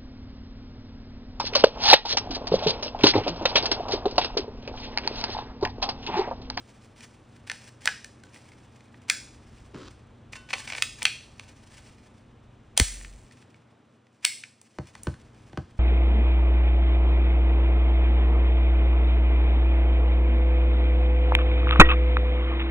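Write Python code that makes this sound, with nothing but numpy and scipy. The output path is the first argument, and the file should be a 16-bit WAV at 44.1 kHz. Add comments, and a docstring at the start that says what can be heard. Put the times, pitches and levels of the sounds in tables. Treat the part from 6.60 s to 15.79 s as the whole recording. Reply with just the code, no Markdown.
"""A faint ventilation hum and a rustle of gloves open the scene: a pistol is put back together over a mat.
Steel clicks as the slide goes onto the frame and locks back; the magazine scrapes in and latches.
The slide slams shut with a puff, a boom and a buzzing spring; the trigger clicks, the pistol is laid down.
Noise bursts through resonances make the clicks, grainy noise the rubbing, dying sines the free rings;
filtered noise and wavering tones make the ventilation, and a noise tail makes the small, live room."""
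import sys
import numpy as np
from scipy import signal
from scipy.fft import rfft, irfft, next_fast_len
from scipy.io import wavfile
from scipy.ndimage import uniform_filter1d

SR = 44100
rng = np.random.default_rng(int(sys.argv[2]) if len(sys.argv) > 2 else 0)


def bounce(signal):
    """Save signal as a 16-bit WAV file at the path given by the first command-line argument."""
    frames = np.transpose(np.atleast_2d(signal))
    limited = np.clip(frames, -1, 1)
    pcm = np.round(limited * 32767).astype(np.int16)
    wavfile.write(sys.argv[1], SR, pcm)


N = 405272

# ventilation noise: pitch_hz, level_db (per Hz, relative)
AIR_SPECTRUM = [(25, -11.5), (45, 0), (100, -3), (165, -10.5), (230, -6.5), (330, -13), (470, -15),
                (700, -19), (1200, -21.5), (2000, -28), (3600, -32), (4800, -42), (9000, -44),
                (15000, -50.5)]
# fan and mains tones: pitch_hz, level_db (before the common trim)
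HUM_TONES = [(60, -63), (94, -59), (120, -55.5), (146, -70), (221, -64.5), (236, -63.5), (310, -68.5)]
# heard level of the background over time, turned down for a while along with its rumble: start_s, level_db,
# rumble_gain_db
BACKGROUND_LEVEL = [(0, 1, -4), (2.5, 2, -10), (2.8, 2, 1.5), (5.7, 0.5, -2.5), (6.6, 0, 6.5),
                    (6.9, 0, -32), (7.6, -6, -41.5), (8.12, -8, -30), (8.4, 1, -3.5), (9.19, 0, -2)]
# how busily the gloves work on the pistol: start_s, level_db (before the uneven pressure)
GLOVE_RUSTLE = [(0, -61), (0.3, -66.5), (0.6, -69), (1.5, -76), (1.75, -57.5), (2.4, -71.5), (3.0, -65),
                (3.65, -76.5), (4.7, -61), (5.2, -57.5), (5.8, -80), (6.75, -65), (7.1, -81.5),
                (8.1, -66.5), (8.5, -65), (9.19, -73)]
# parts slide along each other: start_s, end_s, level_db (before the uneven pressure)
SLIDING_STROKES = [(0.358, 0.452, -51.5), (0.871, 1.095, -52.5), (1.21, 1.287, -51), (2.483, 2.505, -46),
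                   (3.725, 3.77, -43.5), (3.896, 4.061, -44.5), (4.07, 4.233, -46.5), (4.386, 4.45, -48.5),
                   (6.17, 6.194, -33), (7.629, 7.654, -48), (8.332, 8.47, -64.5)]
# bright colour of the rubbing: pitch_hz, level_db (per Hz, relative)
RUB_SPECTRUM = [(500, -21), (1000, -9.5), (1600, 1), (2700, -1), (4000, -8.5), (7000, -4), (9000, -8),
                (15000, -8)]
# resonances of the hand-held pistol: pitch_hz, width_hz, level_db
PISTOL_MODES = [(790, 550, 1), (1113, 140, -12), (1690, 91, -12), (2165, 1300, 0), (3425, 560, -4),
                (4300, 950, 2), (5320, 630, 0.5), (6140, 250, -13), (8500, 1500, 1.5), (9330, 800, -2.5)]
# decay of the room tail: pitch_hz, t60_s
ROOM_DECAY = [(100, 0.2), (800, 0.1), (2100, .42), (5500, 0.51), (9000, 0.46), (15000, 0.26)]
# strength of the room tail: pitch_hz, level_db
ROOM_STRENGTH = [(100, -12.5), (700, -6.5), (1600, -14), (3000, -13.5), (5000, -9), (9000, -8),
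                 (15000, -9.5)]
# borders of the knock, body, steel and edge registers: pitch_hz
REGISTER_BORDERS = [450, 1250, 3300, 7000, 17000]
# steel clicks on steel: start_s, pitch_hz (of the part), level_db,
# hardness_db (edge over body), knock_db (low knock over body)
STEEL_CLICKS = [(0.4057, 2430, -51.5, -6, -13), (0.8976, 1810, -30, -13.5, -19),
                (0.9145, 1730, -35, -7, -13), (1.2556, 1844, -33.5, 7, -5.5),
                (1.2738, 1720, -17.5, -18, -22), (1.285, 1700, -37, -19.5, -4),
                (1.444, 1800, -45, 1.5, -56), (1.6354, 1510, -54, -3.5, -19),
                (1.7603, 1930, -51.5, -45, -7), (2.342, 1920, -54.5, -42, -6),
                (2.498, 2380, -19.5, -1.5, -38), (4.222, 2580, -21, -3, -23.5),
                (4.4277, 3020, -41.5, 13.5, -5), (4.4523, 2456, -15.5, -10, -23),
                (4.4655, 2450, -34.5, -24, -25), (4.795, 2610, -41.5, -10.5, -9),
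                (6.175, 3120, -25.5, 11.5, -5), (6.1978, 2136, -19.5, 4.5, -11.5),
                (6.411, 1900, -49.5, -18, -13.5), (6.446, 2000, -43.5, -21, -21),
                (6.9426, 2245, -58, -21.5, -7.5), (7.6457, 1980, -31.5, -12.5, -19),
                (7.649, 2380, -22, 7, -28), (7.8358, 2330, -39, -19, -43), (8.0139, 2360, -68.5, 18.5, 4.5),
                (8.3512, 2010, -48, -7, 0), (8.4325, 2300, -73, 35.5, -12)]
# the magazine catches on the plastic walls of the grip: start_s, level_db
MAGAZINE_CATCHES = [(3.7307, -39.5), (3.7535, -43), (3.8875, -48), (3.9036, -37.5), (3.9296, -28),
                    (3.9339, -25), (4.0736, -37.5), (4.0996, -35.5), (4.1205, -33.5), (4.1312, -37),
                    (4.148, -35.5), (4.1797, -33.5), (4.4187, -32.5)]
# slide, barrel and springs ring on after a blow: pitch_hz, width_hz, level_db
STEEL_MODES = [(1518, 19, 4.5), (1752, 16, -1.5), (1792, 24, 2), (2094, 20, 3.5), (2442, 21, 3),
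               (2650, 5.5, 4), (2934, 28, 1.5), (3120, 18, 0.5), (3230, 30, -2), (4440, 9.1, 11),
               (4960, 31, 1.5), (7600, 16, 5.5), (8112, 17, 5), (8200, 6.6, 4), (8600, 29, 5)]
# the hardest blows leave close modes clanging: start_s, pitch_hz (centre), level_db
CLANG_BLOWS = [(2.5, 1590, -36), (4.454, 2483, -28), (7.65, 2140, -33)]
# magazine nudged, then pistol laid down: start_s, level_db, bass_weight_db
MAT_BUMPS = [(3.144, -41.5, -20), (8.185, -32.5, -3), (8.469, -27.5, 2.5), (8.93, -44.5, -5),
             (8.973, -30, -1.5)]
# the bench under the mat: pitch_hz, level_db, t60_s
BENCH_MODES = [(67.7, 6, 0.17), (90.8, -3, 0.25), (126.5, 5, 0.17), (148, 2, 0.12), (194, 4.5, 0.101),
               (283, -1.5, 0.066), (338, 6, 0.059), (490, 0, 0.033), (605, -1.5, 0.052), (790, -6, 0.038)]
# the magazine knocks on the mouth of the grip: start_s, level_db
GRIP_MOUTH_KNOCKS = [(3.757, -48), (3.933, -42.5)]
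# rings of the free magazine tube: pitch_hz, level_db, t60_s
MAGAZINE_MODES = [(1060, -7.5, 0.5), (1138, -13, 1), (1496, -8, 0.95), (1970, -8, .3), (2700, 5.5, 0.19),
                  (3020, -7, 1), (3630, -10.5, .35), (4380, -15, .4), (4850, -9, 0.14)]
# the hand jolted by the closing slide: pitch_hz, level_db, t60_s
HAND_JOLT = [(144, -14, 0.025), (255, -17, 0.045), (430, -17, 0.018)]
# buzz of the recoil spring: pitch_hz, level_db (per Hz, relative)
SPRING_SPECTRUM = [(500, -13.5), (1100, -15.5), (2100, 2), (3500, -5.5), (5500, -6), (8700, 4),
                   (12000, -11), (15000, -5)]
# left-right difference in room and air: pitch_hz, level_db
STEREO_WIDTH = [(60, -47), (250, -16.5), (500, -7), (1000, -4.5), (3000, -42), (6000, -27.5), (14000, -24)]
# tone of the microphone: pitch_hz, level_db
MIC_RESPONSE = [(20, -1.5), (9400, -0.5), (10300, -13), (11500, -15), (13500, -7.5), (15600, -7),
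                (16200, -24.5)]
# phase by which the left port leads the right: pitch_hz, phase_rad
PORT_LEAD = [(150, 0), (300, -.12), (600, -.35), (1200, 0), (3000, .15), (4900, .25), (5400, -.5),
             (6500, -.9), (9500, -2.2), (11800, -3.1), (13800, -3.6), (16000, -4.7)]

SLAM_S = 6.199
DRAG_START_S, DRAG_END_S = 3.14, 3.287   # the magazine is pulled off the mat
# share of the hardness that reaches the steel register, and that register's offset
STEEL_SHARE, STEEL_OFFSET_DB = .45, -1.5
CUTOFF_HZ = 16600


def from_db(db):
    """Turns decibels into an amplitude factor."""
    return 10 ** (np.asarray(db) / 20)


def rms_one(x):
    """Brings a sound to an RMS level of 1."""
    return x / np.sqrt(np.mean(x ** 2) + 1e-20)


def at_hz(points, hz):
    """Reads a table on a log-frequency axis."""
    known, values = np.transpose(points)
    return np.interp(np.log(np.maximum(hz, 1)), np.log(known), values)


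def add(out, s, sound):
    """Mixes a sound in at a time."""
    i = max(round(s * SR), 0)
    out[i:i + len(sound)] += sound[:max(N - i, 0)]


def band(x, hz, kind="band", order=2):
    """Keeps one frequency range with a Butterworth filter."""
    return signal.sosfilt(signal.butter(order, hz, kind, fs=SR, output="sos"), x)


def colour(x, spectrum):
    """Applies a smooth dB curve over frequency."""
    size = next_fast_len(N)
    gain = from_db(at_hz(spectrum, np.fft.rfftfreq(size, 1 / SR)))
    return irfft(rfft(x, size) * gain, size)[:N]


def resonate(x, hz, width_hz):
    """A two-pole resonance with gain 1 at its peak; a narrower one rings longer."""
    r = np.exp(-np.pi * width_hz / SR)
    numerator = np.array([1, 0, -1]) * (1 - r * r) / 2
    return signal.lfilter(numerator, [1, -2 * r * np.cos(2 * np.pi * hz / SR), r * r], x)


def resonate_twice(x, hz, stage_width_hz):
    """Two equal resonances in a row, for steeper sides."""
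    return resonate(resonate(x, hz, stage_width_hz), hz, stage_width_hz)


def ring(hz, t60):
    """One second of a dying sine."""
    t = np.arange(SR) / SR
    return np.sin(2 * np.pi * hz * t) * np.exp(-np.log(1000) * t / t60)


def drift(per_s):
    """Slow chance: straight lines between normal random knots, so many per second."""
    knots = rng.standard_normal(4096)
    return np.interp(np.arange(N) / SR * per_s, np.arange(len(knots)), knots)


def ventilation(air_db=-54, rumble_hz=80, bass_hz=135, bass_share=.17, waver=0.17, hum_db=-1):
    """Moving air with wavering fan and mains tones; the bass partly follows the rumble."""
    t = np.arange(N) / SR
    s, *columns = np.transpose(BACKGROUND_LEVEL)
    level_db, rumble_db = [np.interp(t, s, column) for column in columns]
    sound = from_db(air_db) * rms_one(colour(rng.standard_normal(N), AIR_SPECTRUM))
    for hz, db in HUM_TONES:
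        # the complex factor wavers both loudness and phase
        wavering = 1 + waver * (drift(2.9) + 1j * drift(5.9))
        sound += from_db(db + hum_db) * np.real(wavering * np.exp(2j * np.pi * hz * t))
    bass = from_db(bass_share * rumble_db) * band(sound, bass_hz, "low", order=5)
    sound = band(sound, bass_hz, "high", order=5) + bass
    rumble = from_db(rumble_db) * band(sound, rumble_hz, "low", order=7)
    return from_db(level_db) * (band(sound, rumble_hz, "high", order=7) + rumble)


def friction(grains_per_s, grain_db, smooth_db):
    """Tiny slips of random strength and sign over a smooth hiss."""
    happens = rng.random(N) < grains_per_s / SR
    strength = from_db(grain_db * np.minimum(rng.exponential(1, N), 4))
    slips = happens * strength * rng.choice([-1, 1], N)
    return rms_one(slips) + from_db(smooth_db) * rng.standard_normal(N)


def pistol_body(force, direct_db=-3):
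    """Frame and slide ring briefly in broad resonances, damped by the hands."""
    modes = sum(from_db(db) * resonate(force, hz, width) for hz, width, db in PISTOL_MODES)
    return from_db(direct_db) * force + modes


def rubbing(uneven_db=5.5, ease_s=0.0093, part_dull_db=-17, glove_dull_db=-11,
            dull_low_hz=260, dull_high_hz=1350):
    """Parts and gloves rub under uneven pressure; soft gloves bring out more of the low mids."""
    parts = np.zeros(N)
    for start, end, db in SLIDING_STROKES:
        add(parts, start, np.full(round((end - start) * SR), from_db(db)))
    parts = uniform_filter1d(parts, int(ease_s * SR))   # soften the edges of each stroke
    gloves = from_db(np.interp(np.arange(N) / SR, *np.transpose(GLOVE_RUSTLE)))
    force = friction(grains_per_s=730, grain_db=4.5, smooth_db=3.5)
    bright = (parts + gloves) * rms_one(colour(pistol_body(force), RUB_SPECTRUM))
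    dull_level = from_db(part_dull_db) * parts + from_db(glove_dull_db) * gloves
    dull = dull_level * rms_one(band(force, [dull_low_hz, dull_high_hz], order=3))
    pressure = from_db(uneven_db * drift(55))
    return pressure * (bright + dull)


def room(x, gap_s=0.0056, build_s=0.004, echo_s=.0112, echo_db=-19):
    """A dense noise tail with its own decay in each band, and one distinct reflection."""
    t = np.arange(SR * 3 // 4) / SR
    edges, response = np.geomspace(60, 17000, 15), np.zeros(len(t))
    for low, high in zip(edges, edges[1:]):
        hz = np.sqrt(low * high)
        decay = np.exp(-np.log(1000) * t / at_hz(ROOM_DECAY, hz))
        fade = np.clip((t - gap_s) / build_s, 0, 1) * decay
        tail = band(rng.standard_normal(len(t)), [low, high]) * fade / np.sqrt(np.sum(fade ** 2))
        response += from_db(at_hz(ROOM_STRENGTH, hz)) * tail
    response[round(echo_s * SR)] += from_db(echo_db)
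    return signal.fftconvolve(x, response)[:N]


def chatter(rise_s, evenness=0.5):
    """A swelling and dying burst of hard micro-impacts that excites all frequencies fairly evenly."""
    age = np.arange(SR // 25) / SR / rise_s
    envelope = age * np.exp(1 - age)
    spectrum = rfft(rng.standard_normal(len(age)) * envelope)
    # partly flatten the random peaks and dips of the spectrum
    force = irfft(spectrum / np.abs(spectrum) ** evenness, len(age))
    return force * np.sqrt(envelope)


def contact(length_s, hz, db, hardness_db, knock_db, ring_db, swell=0.56, part_width_hz=520,
            broad_db=-11, ring_width_hz=60, reference_s=0.0078):
    """Milliseconds of chatter centred on the struck part, which sings on; hardness lifts the treble."""
    sound = pistol_body(chatter(swell * length_s))
    part = resonate(sound, hz, part_width_hz) + from_db(broad_db) * sound
    voices = [sound, part, sound, sound]   # knock, body, steel, edge
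    levels = [knock_db, 0, STEEL_OFFSET_DB + STEEL_SHARE * hardness_db, hardness_db]
    click = np.zeros(SR // 5)
    for voice, edges, register_db in zip(voices, zip(REGISTER_BORDERS, REGISTER_BORDERS[1:]), levels):
        voice = band(voice, edges, order=4)
        even = voice * np.sqrt(reference_s * SR / np.sum(voice ** 2))   # the same energy in each register
        add(click, 0, from_db(db + register_db) * even)
    return click + from_db(ring_db) * resonate(click, hz, ring_width_hz)


def loose_ticks(count=24, length_s=.0035, tick_hz=1900, spread_octaves=.3, over_rustle_db=3,
                spread_db=8.0, hardness_db=-12, knock_db=-11, ring_db=-2):
    """Loose parts tick at random times; their strength varies around the level of the glove work."""
    out = np.zeros(N)
    for when, pitch, strength in rng.uniform(-1, 1, (count, 3)):
        s = (when + 1) / 2 * N / SR
        db = np.interp(s, *np.transpose(GLOVE_RUSTLE)) + over_rustle_db + spread_db * strength
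        hz = tick_hz * 2 ** (spread_octaves * pitch)
        add(out, s, contact(length_s, hz, db, hardness_db, knock_db, ring_db))
    return out


def mechanism(click_s=0.0023, click_ring_db=-1.5, catch_s=.004, catch_hz=2287,
              catch_hardness_db=-15.5, catch_knock_db=-10.5, catch_ring_db=-3):
    """Slide, barrel, latches and trigger click; the magazine catches on its way up the grip."""
    out = np.zeros(N)
    for s, hz, db, hardness_db, knock_db in STEEL_CLICKS:
        add(out, s, contact(click_s, hz, db, hardness_db, knock_db, click_ring_db))
    for s, db in MAGAZINE_CATCHES:
        add(out, s, contact(catch_s, catch_hz, db, catch_hardness_db, catch_knock_db, catch_ring_db))
    return out


def steel_ring(force):
    """Narrow modes of the steel parts ring on, alternating in sign."""
    return sum((-1) ** k * from_db(db) * resonate(force, hz, width)
               for k, (hz, width, db) in enumerate(STEEL_MODES))


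def clangs(stage_width_hz=260, t60=0.3):
    """Close modes, drawn as narrow noise, beat against each other as they die."""
    out, fade = np.zeros(N), from_db(-60 * np.arange(SR) / SR / t60)
    for s, hz, db in CLANG_BLOWS:
        modes = resonate_twice(rng.standard_normal(SR), hz, stage_width_hz)
        add(out, s, from_db(db) * fade * rms_one(modes))
    return out


def mat_drag(judder_hz=310, judder_stage_width_hz=220, judder_db=-43, judder_fall_db=-7,
             scuff_hz=1150, scuff_width_hz=550, scuff_db=-51, grit_low_hz=1800, grit_high_hz=4800,
             grit_start_db=-68.5, grit_rise_db=13, ease_s=0.0068):
    """The magazine judders over the mat; as it speeds up the judder fades and a gritty scrape grows."""
    progress = (np.arange(N) / SR - DRAG_START_S) / (DRAG_END_S - DRAG_START_S)
    touching = uniform_filter1d(1.0 * (progress > 0) * (progress < 1), int(ease_s * SR))
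    speed = np.clip(progress, 0, 1)
    force = friction(grains_per_s=1200, grain_db=5, smooth_db=-1)
    judder = rms_one(resonate_twice(force, judder_hz, judder_stage_width_hz))
    judder *= from_db(judder_db + judder_fall_db * speed)
    scuff = from_db(scuff_db) * rms_one(resonate(force, scuff_hz, scuff_width_hz))
    grit = rms_one(band(force, [grit_low_hz, grit_high_hz]))
    grit *= from_db(grit_start_db + grit_rise_db * speed)
    return touching * (judder + scuff + grit)


def bench(bass_hz=110, build_cycles=0.59):
    """Bumps through the soft mat swell over about a cycle; weight sets how far the lowest modes speak."""
    out, t = np.zeros(N), np.arange(SR) / SR
    for k, (hz, mode_db, t60) in enumerate(BENCH_MODES):
        mode = (-1) ** k * ring(hz, t60) * (1 - np.exp(-t * hz / build_cycles))
        for s, db, weight_db in MAT_BUMPS:
            add(out, s, from_db(db + mode_db + weight_db * (hz < bass_hz)) * mode)
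    return out


def frame_knocks(length_s=0.0021, frame_hz=1550, below_bump_db=-11, hardness_db=-16, knock_db=4, ring_db=-2):
    """Each bump on the mat also draws a dull knock from the plastic."""
    out = np.zeros(N)
    for s, db, _ in MAT_BUMPS:
        add(out, s, contact(length_s, frame_hz, db + below_bump_db, hardness_db, knock_db, ring_db))
    return out


def magazine(spread_db=2.4):
    """The free steel tube sings in dying sines when it knocks on the mouth of the grip."""
    out = np.zeros(N)
    for s, db in GRIP_MOUTH_KNOCKS:
        for hz, mode_db, t60 in MAGAZINE_MODES:
            add(out, s, from_db(db + mode_db + rng.normal(0, spread_db)) * ring(hz, t60))
    return out


def slam(puff_db=-10, puff_hz=66, peak_s=0.021, spread_s=0.0084,
         boom_db=-33, boom_hz=45, boom_t60=2.1, boom_end_s=0.49):
    """The closing slide jolts the hand and puffs air at the microphone; a deep boom lingers."""
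    out, t = np.zeros(N), np.arange(SR) / SR - peak_s   # t runs from the peak of the puff
    puff = np.cos(2 * np.pi * puff_hz * t) * np.exp(-(t / spread_s) ** 2)
    add(out, SLAM_S, -from_db(puff_db) * puff)
    for k, (hz, db, t60) in enumerate(HAND_JOLT):
        add(out, SLAM_S, (-1) ** k * from_db(db) * ring(hz, t60))
    fade = np.interp(t, [boom_end_s / 2, boom_end_s], [1, 0])
    add(out, SLAM_S, from_db(boom_db) * ring(boom_hz, boom_t60) * fade)
    return out


def spring_buzz(db=-33, t60=0.8, attack_s=.008):
    """The coils of the recoil spring go on rattling after the slide has shut."""
    age = np.maximum(np.arange(N) / SR - SLAM_S, 0)
    envelope = np.minimum(age / attack_s, 1) * from_db(db - 60 * age / t60)
    rattle = friction(grains_per_s=1500, grain_db=4.0, smooth_db=-5.5)
    return envelope * rms_one(colour(rattle, SPRING_SPECTRUM))


def scene(steel_db=-4, ring_room_db=-4):
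    """All direct sounds sit in the centre; only room and air have a little width."""
    handling = mechanism() + frame_knocks() + rubbing() + loose_ticks()
    singing = from_db(steel_db) * steel_ring(handling) + magazine()
    blows = handling + bench() + mat_drag()
    radiated = blows + from_db(ring_room_db) * singing   # what reaches the room
    mid = blows + singing + room(radiated) + slam() + spring_buzz() + clangs() + ventilation()
    side = colour(room(radiated) + ventilation(), STEREO_WIDTH)
    return np.array([mid + side, mid - side])


def record(dry):
    """Two microphone ports part in phase, mostly in the treble; peaks are rounded, the top is cut."""
    size = next_fast_len(N)
    phase = at_hz(PORT_LEAD, np.fft.rfftfreq(size, 1 / SR))
    toned = np.array([colour(channel, MIC_RESPONSE) for channel in dry])
    turn = np.exp(.5j * phase * [[1], [-1]])   # half the lead on each port
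    ports = irfft(rfft(toned, size) * turn, size)[:, :N]
    top_cut = signal.ellip(10, .1, 80, CUTOFF_HZ, fs=SR, output="sos")
    return signal.sosfilt(top_cut, np.tanh(ports))


dry = scene()
out = record(dry)
bounce(out)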